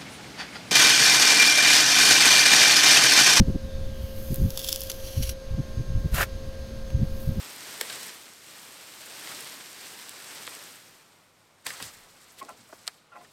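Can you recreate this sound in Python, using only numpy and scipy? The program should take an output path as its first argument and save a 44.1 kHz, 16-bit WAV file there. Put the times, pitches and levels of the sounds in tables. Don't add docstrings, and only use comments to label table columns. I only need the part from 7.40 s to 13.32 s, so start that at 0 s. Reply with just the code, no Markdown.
import sys
import numpy as np
from scipy import signal
from scipy.fft import rfft, irfft
from scipy.io import wavfile
from scipy.ndimage import uniform_filter1d

SR = 44100
rng = np.random.default_rng(int(sys.argv[2]) if len(sys.argv) > 2 else 0)


def log_audio(samples):
    frames = np.atleast_2d(samples).T
    limited = np.clip(frames, -1, 1)
    pcm = np.round(limited * 32767).astype(np.int16)
    wavfile.write(sys.argv[1], SR, pcm)


N = 261072
T = np.arange(N) / SR
TOP_HZ = 15900

# (time [s], level [dB])
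DRAG_LEVEL = [(0, -41.5), (0.12, -43.5), (0.53, -39.5), (0.66, -41.5), (0.79, -46.5), (0.98, -52.0),
              (1.12, -47.5), (1.6, -46.0), (1.92, -40), (2.3, -46.5), (2.44, -43.5), (2.8, -46.0),
              (2.95, -42.5), (3.26, -45), (3.42, -52), (3.62, -58), (3.95, -63), (4.2, -57.5)]


def undb(db):
    return 10 ** (np.asarray(db) / 20)


def unit(x):
    return x / np.sqrt(np.mean(x ** 2))


def level_curve(table):
    times_s, levels_db = np.transpose(table)
    return np.interp(T, times_s, levels_db)


def add(out, start_s, x):
    i = int(start_s * SR)
    out[i:i + len(x)] += x[:N - i]


def butter(x, hz, kind, order=2):
    corners_hz = np.minimum(hz, SR / 2 - 1000)
    return signal.sosfilt(signal.butter(order, corners_hz, kind, fs=SR, output="sos"), x)


def ring(x, hz, width_hz):
    return signal.lfilter(*signal.iirpeak(hz, hz / width_hz, fs=SR), x)


def colour(x, points, size=8192):
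    hz, db = np.transpose(points)
    bins_hz = np.arange(size // 2 + 1) * SR / size
    gain = unit(undb(np.interp(np.log(bins_hz + 1), np.log(hz), db)))
    cepstrum = irfft(np.log(gain))
    cepstrum[1:size // 2] *= 2
    cepstrum[size // 2 + 1:] = 0
    impulse = irfft(np.exp(rfft(cepstrum)))
    return signal.fftconvolve(x, impulse)[:len(x)]


def walk(rate_hz):
    hold = int(SR / rate_hz)
    steps = np.repeat(rng.standard_normal(N // hold + 1), hold)
    return unit(uniform_filter1d(steps, hold)[:N])


def air():
    # (frequency [Hz], relative density [dB])
    air_colour = [(12, -26), (20, -10.5), (68, -18.5), (101, -2), (127, -7.5), (158, -3), (193, -6.5),
                  (513, -7), (1480, -8.5), (1610, -14), (2260, -12), (2460, -14), (8650, -25.5),
                  (16000, -45)]
    level_db = -62 + 0.82 * walk(3.52)
    return colour(rng.standard_normal(N), air_colour) * undb(level_db)


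def trunks(x, t60_s=0.99, dull_hz=4500, size=33000):
    decay = np.exp(-np.log(1000) * T[:size] / t60_s)
    echo = butter(rng.standard_normal(size), dull_hz, "lowpass", order=1) * decay
    return signal.fftconvolve(x, echo / np.sqrt(np.sum(echo ** 2)))[:N]


def crackle(rate, spread_db, patchy_db, hiss_db, crisp_db, bands=9):
    size_db = spread_db * np.minimum(rng.exponential(size=N), 4)
    clicks = (rng.random(N) < rate / SR) * undb(size_db)
    edges_hz = np.geomspace(50, 18000, bands + 1)
    out = 0
    for low_hz, high_hz in zip(edges_hz, edges_hz[1:]):
        band_hiss_db = hiss_db - crisp_db * np.log2(high_hz / edges_hz[-1])
        hiss = undb(band_hiss_db) * rng.standard_normal(N)
        fractures = unit(clicks * rng.standard_normal(N))
        grains = unit(fractures + hiss)
        out = out + butter(grains, (low_hz, high_hz), "bandpass") * undb(patchy_db * walk(60))
    return unit(out) * undb(0.41 * walk(45))


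def dragged_leaves(trim_db=-0.97):
    # (frequency [Hz], relative density [dB])
    drag_colour = [(35, -55), (60, -18), (103, -7.5), (238, -2), (371, -1.5), (480, -1.5), (785, -2),
                   (1820, 0.5), (2650, -0.5), (5210, -1), (6580, -4.5), (8510, -1.5), (10300, -8.5),
                   (13300, -6.5), (16000, -19.5)]
    rustle = crackle(rate=1800, spread_db=4.0, patchy_db=0.73, hiss_db=4.5, crisp_db=1.5)
    fade_out = np.interp(T, [3.6, 4.6], [1, 0])
    return colour(rustle, drag_colour) * undb(level_curve(DRAG_LEVEL) + trim_db) * fade_out


def crushed_leaves(stir_trim_db=-2):
    # (frequency [Hz], relative density [dB])
    crash_colour = [(60, -11), (110, -12.5), (300, -10), (700, -9), (1300, -6.5), (2000, -7.5), (2600, -9),
                    (5000, -7.5), (6500, -10.5), (8300, -8), (10000, -14), (13500, -15), (16000, -24)]
    # (time [s], level [dB])
    stir_level = [(4.7, -56), (4.94, -55), (5.06, -56.5), (5.42, -55.5), (5.54, -58.5), (5.69, -71.5),
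                  (5.84, -56.5), (5.9, -61)]
    # (time of peak [s], level [dB], attack [s], decay time constant [s])
    crush_events = [(4.273, -39, 0.017, 0.14), (4.428, -43.5, 0.027, 0.096), (5.003, -48, 0.027, 0.0036)]
    stir = undb(level_curve(stir_level) + stir_trim_db) * np.interp(T, [4.3, 4.75], [0, 1])
    envelopes = [stir]
    for peak_s, db, attack_s, decay_s in crush_events:
        before = np.minimum(T - peak_s, 0) / attack_s
        after = np.maximum(T - peak_s, 0) / decay_s
        envelopes.append(undb(db) * np.exp(-before ** 2 - after))
    crunch = crackle(rate=1700, spread_db=2.5, patchy_db=2.0, hiss_db=1.5, crisp_db=3.0)
    return colour(crunch, crash_colour) * np.linalg.norm(envelopes, axis=0)


def thuds(size=32768):
    # (time [s], level [dB], pitch [Hz], decay time constant [s])
    blows = [(.4124, -32.5, 560, 0.0012), (3.0773, -31.5, 724, 0.0012), (4.411, -49, 160, 0.018),
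             (4.425, -55.5, 111, .04), (4.50, -72, 30, 0.18), (5.113, -63, 110, .025),
             (5.188, -62.5, 158, 0.085), (5.327, -41, 910, 0.0036), (5.328, -42.5, 440, 0.0062)]
    out, t = np.zeros(N), T[:size]
    for start_s, db, hz, decay_s in blows:
        burst = rng.standard_normal(size) * np.exp(-t / decay_s)
        blow = butter(burst, [hz * .65, hz * 1.6], "bandpass", order=3)
        add(out, start_s, undb(db) * blow / np.sqrt(np.sum(blow ** 2) / (decay_s * SR)))
    return out


def log_creaks(direct=0.12, dull_hz=2600, damp_s=0.032, size=6000):
    # (frequency [Hz], width [Hz], gain [dB])
    log_modes = [(365, 37, -3), (520, 40, -15), (632, 12, 10.5), (710, 8.5, 10), (828, 12, 8.5),
                 (1035, 27, 7.5), (1080, 23, -5), (1333, 23, -4.5), (1370, 11, -1), (1923, 20, -1),
                 (2400, 54, -12), (2500, 61, -20)]
    # (time [s], length [s], level [dB], first slip rate [Hz], roughness [0-1])
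    slip_events = [(5.01, 0.022, -38.5, 1158, 0.42), (5.083, 0.025, -42, 1390, 0.6),
                   (5.293, 0.016, -55, 690, 0.7), (5.717, 0.035, -50.5, 1404, 0.37),
                   (5.751, 0.028, -45, 1120, 0.7), (5.805, 0.017, -51.5, 745, 0.7)]
    sag_per_s = 2.5
    attack_s, release_s = 0.0026, 0.0062
    grind_db, grind_s, grind_hz = -11, 0.046, (212, 750)
    out, t = np.zeros(N), T[:size]
    for start_s, length_s, db, first_hz, rough in slip_events:
        jitter, grit, grind = rng.standard_normal((3, size))
        rate_hz = first_hz * np.exp(-sag_per_s * t) * (1 + rough * jitter)
        phase = np.cumsum(rate_hz) / SR
        slips = unit(np.diff(np.floor(phase), prepend=0) - np.gradient(phase))
        press = np.clip(np.minimum(t / attack_s, (length_s - t) / release_s), 0, 1)
        push = butter(press * ((1 - rough) * slips + rough * grit), 0.55 * first_hz, "highpass")
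        modes = sum(undb(gain_db) * ring(push, hz, width_hz) for hz, width_hz, gain_db in log_modes)
        creak = direct * butter(push, [300, 1400], "bandpass") + modes
        after = np.maximum(t - length_s, 0)
        creak = butter(creak, dull_hz, "lowpass", order=6) * np.exp(-after / damp_s)
        creak = creak / np.sqrt(np.sum(creak ** 2) / (length_s * SR))
        grind = unit(butter(grind, grind_hz, "bandpass"))
        grind = grind * np.minimum(t / length_s, 1) * np.exp(-after / grind_s)
        add(out, start_s, undb(db) * (creak + undb(grind_db) * grind))
    return out


def twiglets(start_s=0.11, end_s=3.3, bright_hz=14000, break_ms=0.64, tail_db=-12):
    per_s, above_drag_db, spread_db, pitch_hz = 5.5, 9, 1, (2980, 11500)
    count = int(per_s * (end_s - start_s))
    when, pitch, strength = rng.random((count, 3)).T
    times_s = start_s + (end_s - start_s) * when
    drag_db = np.interp(times_s, *np.transpose(DRAG_LEVEL))
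    levels_db = drag_db + above_drag_db + spread_db * (2 * strength - 1)
    pitches_hz = np.interp(pitch, [0, 1], pitch_hz)
    return [(*row, bright_hz, break_ms, tail_db) for row in zip(times_s, levels_db, pitches_hz)]


def twigs(tail_s=0.0029, body_s=0.0082, body=0.58, stick_q=8, trim_db=-6, size=4096):
    # (frequency [Hz], relative density [dB])
    twig_colour = [(120, -27), (260, -24), (450, -9.5), (900, -14), (1700, -0.5), (2400, 0.5), (3800, 1),
                   (5000, 1.5), (6400, -6.5), (8100, 5), (9200, 0), (13000, -1.5), (16000, -3)]
    # (time [s], level [dB], stick pitch [Hz], brightness [Hz],
    # time scale of the break [ms], splinter tail [dB])
    snap_events = [(.4101, -20.5, 600, 15100, 0.81, 9), (.4123, -12, 583, 15000, .7, -14),
                   (.4985, -25, 1560, 4500, 3, -5), (.5268, -28.5, 1200, 9000, 2.6, -18),
                   (.558, -29, 6500, 15000, 1, -5), (.631, -26.5, 5000, 15000, 0.86, -18),
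                   (.694, -31.5, 1210, 5000, 0.92, -11), (1.873, -28, 905, 4500, .91, 4),
                   (1.914, -33, 1850, 7040, 1.6, 0), (2.007, -30, 9350, 15000, 1.8, -12),
                   (2.694, -25.5, 8400, 15000, 0.44, -14), (3.0682, -29.5, 3600, 9000, 1.9, -16),
                   (3.077, -22, 690, 1500, .25, -24), (3.151, -31, 8000, 15000, 0.9, -14),
                   (4.2635, -23, 1720, 2500, 2.3, -16), (4.2667, -18, 720, 14000, 0.71, -7),
                   (4.3035, -24.5, 1990, 5030, 3.3, -3), (4.401, -29.5, 1090, 1380, .8, 5),
                   (4.426, -22.5, 3600, 9200, 1.05, -10), (5.029, -38, 6000, 10000, .5, -17),
                   (5.05, -40, 5100, 9000, .58, -11), (5.0925, -36.5, 7000, 14000, .89, -25),
                   (5.469, -32, 3550, 9000, .3, 2), (5.4777, -13.5, 873, 8400, 0.45, -9),
                   (5.846, -44.5, 1750, 3000, 5, -2)]
    stick_modes = [(1, 0.96), (2.76, 0.41), (5.4, 0.98), (8.9, 0.49)]
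    out, t = np.zeros(N), T[:size]
    for start_s, db, pitch_hz, bright_hz, break_ms, tail_db in [*snap_events, *twiglets()]:
        fibres, splinters, stick = rng.standard_normal((3, size))
        age = 1000 * t / break_ms
        tearing = .22 * fibres * age * np.exp(-1.5 * age)
        tearing[0] -= 1 / (1 + break_ms)
        tail = 0.14 * splinters * np.exp(-t / tail_s)
        tail = tail + body * butter(stick, 1000, "lowpass") * np.exp(-t / body_s)
        snap = colour(tearing + undb(tail_db) * tail, twig_colour)
        snap = butter(snap, .6 * pitch_hz, "highpass")
        modes = [(ratio * pitch_hz, gain) for ratio, gain in stick_modes if ratio * pitch_hz < TOP_HZ]
        snap = snap + sum(gain * ring(snap, hz, hz / stick_q) for hz, gain in modes)
        snap = butter(snap, bright_hz, "lowpass")
        loudest_ms = np.sqrt(uniform_filter1d(snap ** 2, size=44, mode="constant").max())
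        add(out, start_s, undb(db + trim_db) * snap / loudest_ms)
    return out


def scene():
    wood = twigs() + log_creaks() + thuds()
    echo_db = np.interp(T, [4.9, 5.0], [-17, -32])
    echo = trunks(wood * undb(echo_db))
    mono = air() + echo + dragged_leaves() + crushed_leaves() + wood
    return np.array([mono, mono])


def record(dry):
    return signal.sosfilt(signal.ellip(10, .1, 80, TOP_HZ, fs=SR, output="sos"), dry)


dry = scene()
out = record(dry)
log_audio(out)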